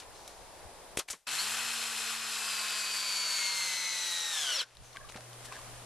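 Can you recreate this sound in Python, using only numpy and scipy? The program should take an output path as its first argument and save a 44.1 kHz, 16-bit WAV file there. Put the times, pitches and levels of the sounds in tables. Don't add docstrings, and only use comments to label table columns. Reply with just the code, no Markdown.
import sys
import numpy as np
from scipy import signal
from scipy.fft import rfft, irfft, next_fast_len
from scipy.io import wavfile
from scipy.ndimage import uniform_filter1d

SR = 44100
rng = np.random.default_rng(int(sys.argv[2]) if len(sys.argv) > 2 else 0)


def log_audio(samples):
    frames = np.atleast_2d(samples).T
    limited = np.clip(frames, -1, 1)
    pcm = np.round(limited * 32767).astype(np.int16)
    wavfile.write(sys.argv[1], SR, pcm)


def boost(x):
    u = np.asarray(x, float) / 20
    return 10 ** u


N = 257984
SIZE = next_fast_len(N)
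TIME_S = np.arange(N) / SR
FREQ_HZ = np.arange(SIZE // 2 + 1) * SR / SIZE

# (frequency [Hz], density [dB per Hz])
YARD_SPECTRUM = [(47, -36), (80, -18), (241, -11), (547, -1), (981, -3), (1240, -9.5), (3080, -16),
                 (4080, -15.5), (4450, -17.5), (4860, -16), (6030, -20), (8160, -20), (14000, -25.5)]
# (frequency [Hz], density [dB per Hz])
FIELD_SPECTRUM = [(82, -41), (140, -10), (340, -6), (480, -2), (778, -2), (857, -5.5), (1040, -4.5),
                  (1260, -6), (2120, -10), (2770, -11), (5770, -14.5), (9340, -17), (14000, -23)]
# (frequency [Hz], level [dB])
WIND_SPECTRUM = [(8, -13), (20, -2.5), (45, -4.5), (90, -10.5), (200, -18.0), (400, -78)]
# (time [s], level above the breeze [dB], half length [s])
BUFFETS = [(.41, 2, 0.053), (0.652, 5, 0.063), (1.108, 22, 0.032), (2.397, 17, 0.082), (3.706, 0, .08),
           (4.04, 6, .06), (4.8, 22, 0.1), (5.057, 10.5, 0.24), (5.767, 8.5, .1)]
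# (time [s], level [dB])
GAIN = [(.97, 1), (.985, -5), (1.03, -14.5), (1.25, -27), (1.268, -28), (1.32, -8.5), (2.8, -19.5),
        (4.6, -16), (4.74, -13.5), (4.85, -6), (5.1, -2.5), (5.64, 2), (5.85, 0)]
YARD_DB, FIELD_DB, HUM_DB, WIND_DB = -51.5, -49, -55, -63
HUM_HZ = 120

# (time [s], level [dB], rise [ms], t60 [ms], centre [Hz])
GUSHES = [(0.0, -42.5, 0.91, 71, 4060), (0.019, -49, 1.5, 110, 2040), (0.2769, -40.5, 0.72, 32, 5600),
          (0.287, -54, 5.3, 140, 4960), (0.982, -38, 0.95, 120, 4930), (0.987, -30.5, 8.5, 63, 3280),
          (0.999, -55, 5, 160, 4400), (1.075, -44, 10.6, 130, 6000), (1.097, -37.5, 4.5, 69, 3600),
          (1.133, -50.5, 6, 78, 620), (1.109, -40, 5.1, 50, 5600), (1.129, -43, 2, 91, 2060),
          (1.139, -61.5, 9.2, 440, 5700), (4.63, -60.5, 9.2, 1800, 2870), (4.801, -59.5, 32, 930, 4360),
          (4.929, -52, 33, 89, 2300), (5.082, -50, 16, 80, 4200), (5.156, -43, 5.3, 81, 2000),
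          (5.43, -43.5, 28, 67, 5000), (5.518, -48, 8, 430, 2100)]
# (time [s], level [dB], rise [ms], t60 [ms], centre [Hz])
JETS = [(.1, -58, 56, 2200, 5140), (.9702, -30.5, 1.2, 24, 7850), (0.9716, -28, 1.4, 37, 7740),
        (0.9726, -31.5, 0.44, 44, 2920), (.986, -31.5, 5.9, 38, 8560), (.993, -41, 6, 83, 1070),
        (1.0834, -48, 1.7, 86, 2300), (1.099, -34.5, 8, 116, 7540), (4.928, -53, 2.4, 40, 4500),
        (5.084, -46, 7, 59, 3100), (5.114, -58, 2.4, 17, 7260), (5.12, -49, 2.3, 21, 8500),
        (5.139, -44.5, 6.5, 44, 1890), (5.166, -51, 5.6, 34, 5800), (5.205, -51, 1.9, 23, 4500)]
# (time [s], level [dB], t60 [ms], centre [Hz])
RINGS = [(4.585, -40, 98, 5850), (4.604, -42, 46, 4050), (4.542, -38, 50, 3520), (4.61, -38, 100, 1520),
         (5.0, -58, 300, 607), (5.625, -59, 160, 1130), (4.83, -60, 460, 6270), (4.937, -49, 260, 1130),
         (4.981, -46, 130, 1120), (4.994, -54, 310, 1670), (5.032, -51, 220, 1150), (5.176, -49, 160, 625),
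         (5.478, -50, 150, 1650), (5.51, -47, 180, 1095), (5.526, -46, 70, 1610), (5.551, -47, 100, 1650),
         (5.583, -52, 110, 1140)]
GUSH_WIDTH, JET_WIDTH, RING_WIDTH = 1.73, 0.64, .09
RING_RISE = 0.049
# (time [s], peak level [dB], pitch [Hz], t60 [ms])
KNOCKS = [(.652, -43.5, 75.5, 81), (0.9731, -22.5, 440, 8.3), (0.987, -30, 464, 19), (.9894, -30, 420, 14),
          (1.0005, -36, 1120, 30), (1.0862, -33, 2300, 17), (1.0875, -38, 4380, 13), (1.089, -50, 1100, 13),
          (1.104, -35, 7000, 12), (1.13, -32, 6000, 8), (1.136, -39.5, 1080, 28), (4.97, -33.5, 3200, 6.7),
          (4.97, -36, 2300, 11), (5.156, -40, 207, 40), (5.18, -39.5, 760, 25), (5.524, -34, 2600, 8.1)]
# (time [s], peak level [dB], pitch [Hz], t60 [ms])
BLOW = (.97365, -15.5, 1900, 1.6)
# (time [s], peak level [dB], pitch [Hz], t60 [ms], crack relative to body [dB])
TICKS = [(4.752, -44, 3080, 6, -4), (4.77, -38, 3960, 4.4, -7), (4.824, -44, 501, 7.2, -16),
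         (4.962, -28, 2060, 4.2, -26), (4.97, -32.5, 1580, 29, -8), (5.099, -29, 1100, 3.5, -19),
         (5.155, -35, 528, 8.5, -24), (5.161, -39, 1400, 4, -8), (5.174, -34, 1700, 5, -12),
         (5.18, -53, 620, 6, -15), (5.332, -42, 611, 6, -1), (5.454, -49, 1310, 6, -8),
         (5.524, -31, 1100, 6.8, -6.5), (5.116, -46, 6560, 6, -10), (5.122, -37, 2170, 5, -7),
         (5.3045, -50, 2500, 5, -10), (5.429, -42, 1500, 5, -3), (5.485, -38, 1500, 4, -12),
         (5.556, -40, 1500, 5, -2), (5.566, -33.5, 1700, 15, -8), (5.208, -40, 1600, 6, -8),
         (5.146, -43, 1850, 12, -10), (5.59, -37, 1100, 10, -8), (5.616, -38, 1200, 4, -6),
         (5.699, -39, 781, 6, -7)]

# (time [s], speed [turns per s])
SPEED = [(1.7, 230.7), (2.18, 226.8), (2.53, 215.4), (3.0, 207.3), (3.64, 189.8), (3.7, 186.3), (4.01, 178),
         (4.3, 167), (4.7, 153)]
# (time [s], level [dB])
GEAR_EFFORT = [(1.27, -35), (1.39, -33.5), (1.78, -34.5), (1.9, -36.5), (2.11, -34.5), (2.19, -37),
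               (2.33, -35.5), (4.27, -37), (4.6, -33.5)]
# (frequency [Hz], density [dB per Hz])
FREE_SPECTRUM = [(59, -40), (100, -23), (190, -31), (229, -24), (264, -24.5), (408, -19.5), (452, -10),
                 (523, -16), (807, -5.5), (1410, -2), (2320, -3.5), (2570, 2), (2910, -1.5), (11900, -9),
                 (14000, -39)]
# (frequency [Hz], density [dB per Hz])
LOADED_SPECTRUM = [(59, -39), (100, -26), (134, -19), (219, -25), (592, -9), (774, -12.5), (877, -8.5),
                   (2090, -3.5), (2730, -2.5), (3890, -1.5), (5640, -1.5), (7370, -9), (9650, -10),
                   (12100, -16.5), (14000, -15)]
# (centre [Hz], width [Hz], level [dB])
HOUSING_MODES = [(1440, 430, 3.5), (2436, 30, -2.5), (3110, 70, 5), (4160, 490, 4.5), (7350, 450, 5.5),
                 (7960, 240, 5), (9440, 170, 5.5)]
# (centre [Hz], width [Hz], level [dB])
SINGING_MODES = [(1020, 200, 5), (1750, 340, 9), (2100, 200, 11), (2570, 230, 11), (3050, 500, 5),
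                 (3870, 250, 5.5), (4200, 250, 3), (4530, 380, 9.5), (5500, 500, 4), (6050, 300, 7),
                 (6680, 350, 7), (7400, 300, 4), (8000, 300, 4)]
ORDERS = [1, 5, 11, 12, 22, 23, 34, 45]
# (running light [dB], bearing load [dB], extra in spin-up [dB],
# extra with the screw deep [dB], extra under the brake [dB])
ORDER_LEVELS = [(-61, -66, -3, -10, -6), (-63, -59, 11, 2, 3), (-62, -55, -2, 0, -6),
                (-67, -57, 0, -16, -2), (-59, -49, 14, 1, -16), (-58, -48.5, 3, 2, -15),
                (-72, -52, 0, -1, 5), (-70, -64, 0, 11, 5)]
# (order [multiple], index of the main order followed [1], level relative to it [dB])
SIDE_ORDERS = [(2, 0, -4), (3, 0, -8), (14.05, 3, -4), (24, 5, -12), (22.5, 4, -16), (33, 6, -10),
               (35, 6, -13), (38, 6, -12), (30, 3, -11), (44, 7, -4), (56, 7, -8), (21, 4, -15),
               (1.5, 0, -16), (11.5, 2, -20)]
# (order [multiple], time [s], half length [s], level [dB])
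SWELLS = [(23, 1.395, .02, 9), (22, 1.47, .07, 7), (5, 2.6, .6, 4), (23, 1.54, .08, 5), (11, 2.05, .2, 2),
          (12, 2.35, .25, 4), (22, 2.47, .15, 4), (23, 2.47, .2, 4), (22, 2.75, .15, -2), (12, 2.85, .5, 4),
          (11, 2.8, .4, -3), (23, 3.1, .25, 3), (11.5, 3.86, .17, 15), (12, 3.88, .12, 4), (2, 3.2, .9, -9),
          (1.5, 2.95, .5, 10), (23, 4.45, .1, 2), (34, 3.7, .4, 2), (33, 3.75, .3, 6), (12, 4.1, .22, -10),
          (22, 4.25, .15, -3), (22.5, 4.2, .3, 14), (45, 4.3, .1, 5), (34, 4.38, .07, 5),
          (11, 4.49, .09, 7), (45, 4.573, .04, 7), (45, 4.59, .015, -2), (45, 4.61, .01, 5),
          (45, 4.53, .05, 5), (34, 4.58, .015, -5), (34, 4.6, .025, 8), (5, 4.62, .04, -25),
          (23, 3.8, .3, -3), (23, 2.75, .12, 4), (3, 2.9, .6, 6), (22, 3.35, .3, 2), (11, 3.43, .04, 5),
          (11, 3.28, .12, -4), (12, 3.3, .2, 3), (45, 3.6, .5, 6), (21, 2.9, .5, 5), (24, 4.0, .2, -6),
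          (24, 3.35, .25, 4), (35, 2.3, .9, 8), (33, 2.2, .6, 8), (14.05, 3.8, .3, -6), (34, 2.45, .15, 5),
          (34, 2.8, .2, -6), (34, 4.5, .05, -5), (24, 4.45, .12, 6)]
# (frequency [Hz], level [dB])
WHINE_ROLLOFF = [(150, -6.0), (225, 0.83)]
TREBLE_SHARE = [(5000, -75), (6000, -8.0)]
UPPER_RING = [(3400, -40), (3900, -5), (4900, 7), (5500, -43)]
SEATED_HOUSING_MODE = (3350, 400, 5)  # (centre [Hz], width [Hz], level [dB])
START_S, STOP_S, COAST_S = 1.2675, 4.612, .036
DEEP_S, SEAT_S, UNLOAD_S, BRAKE_S = 3.9, 4.315, 4.535, 4.564
SEAT_RPS_PER_S, BRAKE_RPS_PER_S = 142, 540
FREE_RPS, FULL_BITE = 230, .125
CRAWL_RPS, SILENT_RPS = 88, 81
SPIN_LAG_RPS, SPIN_UP_S, SPIN_SHAPE = 116, .118, 1.6
SURGE_LAG, SURGE_SPAN = .34, .13
SEAT_SHUDDER = .35
TREBLE_DB, TREBLE_LOAD_DB, DULL_BELOW_RPS, DULL_DB = -6, 7, 148, -60

# (frequency [Hz], left minus right [dB])
LEFT_TILT = [(200, 0.8), (1000, 1), (2500, 2), (4000, 3.5), (8000, 6), (12000, 3)]
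# (frequency [Hz], level [dB])
SPREAD = [(100, -13), (500, -21), (1000, -17.5), (2000, -17), (4000, -13), (8000, -6.5), (12000, -8)]
# (frequency [Hz], level [dB])
MIC_RESPONSE = [(11000, -0.5), (12500, 0), (13000, -15), (14120, 4.5), (14300, -70)]
# (low edge [Hz], rarity [spreads])
TOP_BANDS = [(12100, -1.8), (12300, -1.4), (12500, -.7), (12700, 0), (12900, .8), (13100, 1.1), (13300, .7),
             (13500, .5), (13700, .6), (13900, .8), (14100, 1.1), (14300, 0)]
# (from [Hz], to [Hz], band width [Hz], lost when below the sum by [dB])
DIFFERENCE_BANDS = [(800, 2000, 200, -14.5), (2000, 3200, 300, -13.5), (3200, 5000, 300, -11),
                    (11200, 12400, 400, -8), (12400, 14400, 1000, 0)]
LOUD_DB = -43
FLAT = [(100, 0), (200, 0)]  # (frequency [Hz], level [dB])


def curve(table):
    rows = np.array(table, float)
    return np.interp(TIME_S, rows[:, 0], rows[:, 1])


def ramp(start_s, length_s):
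    return np.clip((TIME_S - start_s) / length_s, 0, 1)


def bump(centre_s, half_s):
    return np.clip(1 - abs(TIME_S - centre_s) / half_s, 0, 1)


def tone(x, points, peaks=()):
    hz, db = np.transpose(points)
    gain_db = np.interp(np.log(np.maximum(FREQ_HZ, SR / SR)), np.log(hz), db)
    for centre_hz, width_hz, top_db in peaks:
        gain_db = gain_db + top_db / (1 + (2 * (np.maximum(FREQ_HZ, 1) - centre_hz) / width_hz) ** 2)
    return irfft(rfft(x, SIZE) * boost(gain_db), SIZE)[:N]


def unit(x):
    return x / np.sqrt(np.mean(x ** 2))


def walk(rate_hz):
    hold = int(SR / rate_hz)
    steps = np.repeat(rng.standard_normal(N // hold + 1), hold)
    return 1.357 * uniform_filter1d(uniform_filter1d(steps, hold), hold)[:N]


def flutter(x, slow_db, quick_db):
    spectrum = rfft(x, SIZE)
    octave = np.clip(np.log2(np.maximum(FREQ_HZ, 1) / 125), 0, 6)
    swell = walk(5.8)
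    out = 0
    for k in range(7):
        share = np.clip(1 - abs(octave - k), 0, 1)
        out = out + irfft(spectrum * share, SIZE)[:N] * boost(slow_db * swell + quick_db * walk(25.01))
    return out


def add(out, s, sound):
    i = int(max(s, 0) * SR)
    out[i:i + len(sound)] += sound[:N - i]


def ring(hz, t60_ms):
    t = np.arange(int(t60_ms * SR / 1000) + 8) / SR
    return np.sin(2 * np.pi * hz * t) * boost(-60 * t * 1000 / t60_ms)


def traffic(spectrum, level_db):
    resonance = [(9630, 1200, 4.4)]
    mid, side = (tone(tone(rng.standard_normal(N), spectrum), FLAT, resonance) for _ in range(2))
    side = tone(side, SPREAD) * boost(10.5)
    wash = flutter(mid, 0.54, 0.21) + side * np.array([[1], [-1]])
    return unit(wash) * boost(level_db + curve(GAIN))


def mains_hum():
    return boost(HUM_DB + curve(GAIN) + 2.2 * walk(6.9)) * np.sin(2 * np.pi * HUM_HZ * TIME_S)


def wind():
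    gusts = np.array([tone(rng.standard_normal(N), WIND_SPECTRUM) for _ in range(2)])
    buffet_db = sum(db * bump(s, half_s) for s, db, half_s in BUFFETS)
    level = boost(WIND_DB + curve(GAIN) + buffet_db + 2.5 * walk(12))
    return unit(gusts + 0.098 * gusts.sum(axis=0)) * level


def outdoors():
    yard = traffic(YARD_SPECTRUM, YARD_DB)
    field = traffic(FIELD_SPECTRUM, FIELD_DB) + mains_hum()
    port_gain = boost([[.5], [-.6]])
    return np.where(TIME_S > START_S, field, yard) * port_gain + wind()


def puff(db, rise_ms, t60_ms, centre_hz, width_share):
    width_hz = centre_hz * width_share
    t_ms = np.arange(SR // 2) / SR * 1000
    edges_hz = [max(centre_hz - width_hz / 2, 150), min(centre_hz + width_hz / 2, 16000)]
    band = signal.butter(2, edges_hz, "band", fs=SR, output="sos")
    air = signal.sosfilt(band, rng.standard_normal(len(t_ms)))[::-1]
    air = air / np.std(air[:SR // 30])
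    decay = boost(-60 * (t_ms - rise_ms) / t60_ms)
    return boost(db) * air * np.where(t_ms < rise_ms, (t_ms / rise_ms) ** 2, decay)


def nailer_and_hands():
    out = np.zeros(N)
    for s, *shape in GUSHES:
        add(out, s, puff(*shape, GUSH_WIDTH))
    for s, *shape in JETS:
        add(out, s, puff(*shape, JET_WIDTH))
    for s, db, t60_ms, hz in RINGS:
        add(out, s, puff(db - 2.0, RING_RISE * t60_ms, t60_ms, hz, RING_WIDTH))
    for s, db, hz, t60_ms in [*KNOCKS, BLOW]:
        add(out, s, -boost(db) * ring(hz, t60_ms))
    crack_band = signal.butter(2, [1500, 9000], "band", fs=SR, output="sos")
    for s, db, hz, t60_ms, crack_db in TICKS:
        crack = rng.standard_normal(400) * boost(-np.arange(400) * 0.24)
        add(out, s, boost(db - 2.0) * ring(hz, t60_ms))
        add(out, s, boost(db + crack_db + 4.5) * signal.sosfilt(crack_band, crack))
    return out


def motor():
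    since = lambda s: np.maximum(TIME_S - s, 0)
    lag = np.exp(-(since(1.27) / SPIN_UP_S) ** SPIN_SHAPE)
    stall = SEAT_RPS_PER_S * since(SEAT_S) + BRAKE_RPS_PER_S * since(BRAKE_S)
    return np.maximum(curve(SPEED) - SPIN_LAG_RPS * lag - stall, 40), lag


def gears(turns, speed):
    load = ramp(2.2, 1.9)
    hiss = rng.standard_normal(N) * (1 + .18 * np.cos(turns)) * boost(.6 * walk(400))
    light = unit(tone(hiss, FREE_SPECTRUM, HOUSING_MODES))
    heavy = boost(0.5) * unit(tone(hiss, LOADED_SPECTRUM, HOUSING_MODES))
    mesh = (1 - load) * light + load * heavy
    high = tone(mesh, TREBLE_SHARE)
    mesh = mesh - 0.3 * ramp(4.15, 0.24) * tone(mesh, UPPER_RING)
    mesh = mesh + ramp(SEAT_S, .05) * (tone(mesh, FLAT, [SEATED_HOUSING_MODE]) - mesh)
    dulling_db = DULL_DB * np.clip(1 - speed / DULL_BELOW_RPS, 0, 1)
    treble_db = TREBLE_DB + TREBLE_LOAD_DB * load + dulling_db
    mesh = flutter(mesh + (boost(treble_db + 5.0) - 1) * high, .4, .7)
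    return mesh * boost(curve(GEAR_EFFORT) - 0.87)


def gear_whine(turns, speed, lag):
    strain = np.clip(uniform_filter1d(abs(np.gradient(speed)) * SR, size=2000) / 250, 0, 1)
    bite = np.clip((1 - curve(SPEED) / FREE_RPS) / FULL_BITE, 0, 1)
    surge = np.clip(1.1 - abs(lag - SURGE_LAG) / SURGE_SPAN, 0, 1)
    deep = ramp(DEEP_S, UNLOAD_S - DEEP_S)
    brake = ramp(UNLOAD_S, BRAKE_S - UNLOAD_S)
    seated = ramp(SEAT_S, .06)
    order_db = []
    for light, full, spin_up, seat, end in ORDER_LEVELS:
        order_db.append(light + (full - light) * bite + spin_up * surge + seat * deep + end * brake)
    main_orders = [(order, j, 0) for j, order in enumerate(ORDERS)]
    whine = 0
    for order, j, relative_db in main_orders + list(SIDE_ORDERS):
        shudder = (.3 * strain + SEAT_SHUDDER * seated) * (1 - brake)
        waver = order / 22 * (.2 + shudder) * walk(90)
        swell_db = sum(top * bump(s, half_s) for k, s, half_s, top in SWELLS if k == order)
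        flicker_db = (1.2 + .5 * strain) * walk(50) * min(order / 5, 1)
        level = boost(order_db[j] + 2 + relative_db + swell_db + flicker_db)
        whine = whine + level * np.sin(order * turns + order * order + waver)
    whine = whine * np.clip((speed - SILENT_RPS) / (CRAWL_RPS - SILENT_RPS), 0, 1)
    return tone(whine, WHINE_ROLLOFF, SINGING_MODES)


def drill():
    speed, lag = motor()
    turns = 2 * np.pi * np.cumsum(speed * (1 + .0007 * walk(30))) / SR
    gate = ramp(START_S, .003) * (1 - ramp(STOP_S, COAST_S))
    direct = gears(turns, speed) + gear_whine(turns, speed, lag)
    return direct * gate, gears(turns, speed) * gate


def scene():
    tool, stray = drill()
    near = tool + nailer_and_hands()
    scatter = unit(rng.standard_normal(1600) * boost(-np.arange(1600) * .03)) / np.sqrt(1600)
    reflected = signal.fftconvolve(near, scatter)[:N]
    side = tone(.55 * reflected + .95 * stray, SPREAD)
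    left = tone(near + side, [(hz, db / 2) for hz, db in LEFT_TILT])
    right = tone(near - side, [(hz, -db / 2) for hz, db in LEFT_TILT])
    return np.array([left, right]) + outdoors()


def narrowed(pair):
    both = np.array([pair[0] + pair[1], pair[0] - pair[1]]) / 2
    spectrum, side = rfft(both, SIZE), both[1]
    frames_db = lambda x: 10 * np.log10(uniform_filter1d(x ** 2, size=1024)[..., 640::1024] + 1e-14)
    loud = frames_db(both[0]) > LOUD_DB
    for low_hz, high_hz, step_hz, under_db in DIFFERENCE_BANDS:
        for edge_hz in range(low_hz, high_hz, step_hz):
            inside = (FREQ_HZ >= edge_hz) & (FREQ_HZ < edge_hz + step_hz)
            band = irfft(spectrum * inside, SIZE)[:, :N]
            mid_db, side_db = frames_db(band)
            too_weak = loud & (side_db - mid_db < under_db)
            lost = np.pad(np.repeat(too_weak, 1024) * 1., (128, 1024), "edge")[:N]
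            side = side - band[1] * uniform_filter1d(lost, size=300)
    return np.array([both[0] + side, both[0] - side])


def top_bands_gated(pair):
    spectrum, shared = rfft(pair, SIZE), walk(4)
    for (low_hz, rarity), (high_hz, _) in zip(TOP_BANDS, TOP_BANDS[1:]):
        chance = .55 * shared + .85 * walk(30)
        kept = np.repeat(chance[::1024] > rarity, 1024)[:N] * 1.
        band = irfft(spectrum * ((FREQ_HZ >= low_hz) & (FREQ_HZ < high_hz)), SIZE)[:, :N]
        pair = pair - band * (1 - uniform_filter1d(kept, size=400))
    return pair


def roll_off(x):
    return signal.sosfilt(signal.butter(12, 14170, fs=SR, output="sos"), x)


def record(dry):
    heard = np.array([tone(x, MIC_RESPONSE) for x in dry])
    mix = narrowed(top_bands_gated(heard))
    return roll_off(mix)


dry = scene()
out = record(dry)
log_audio(out)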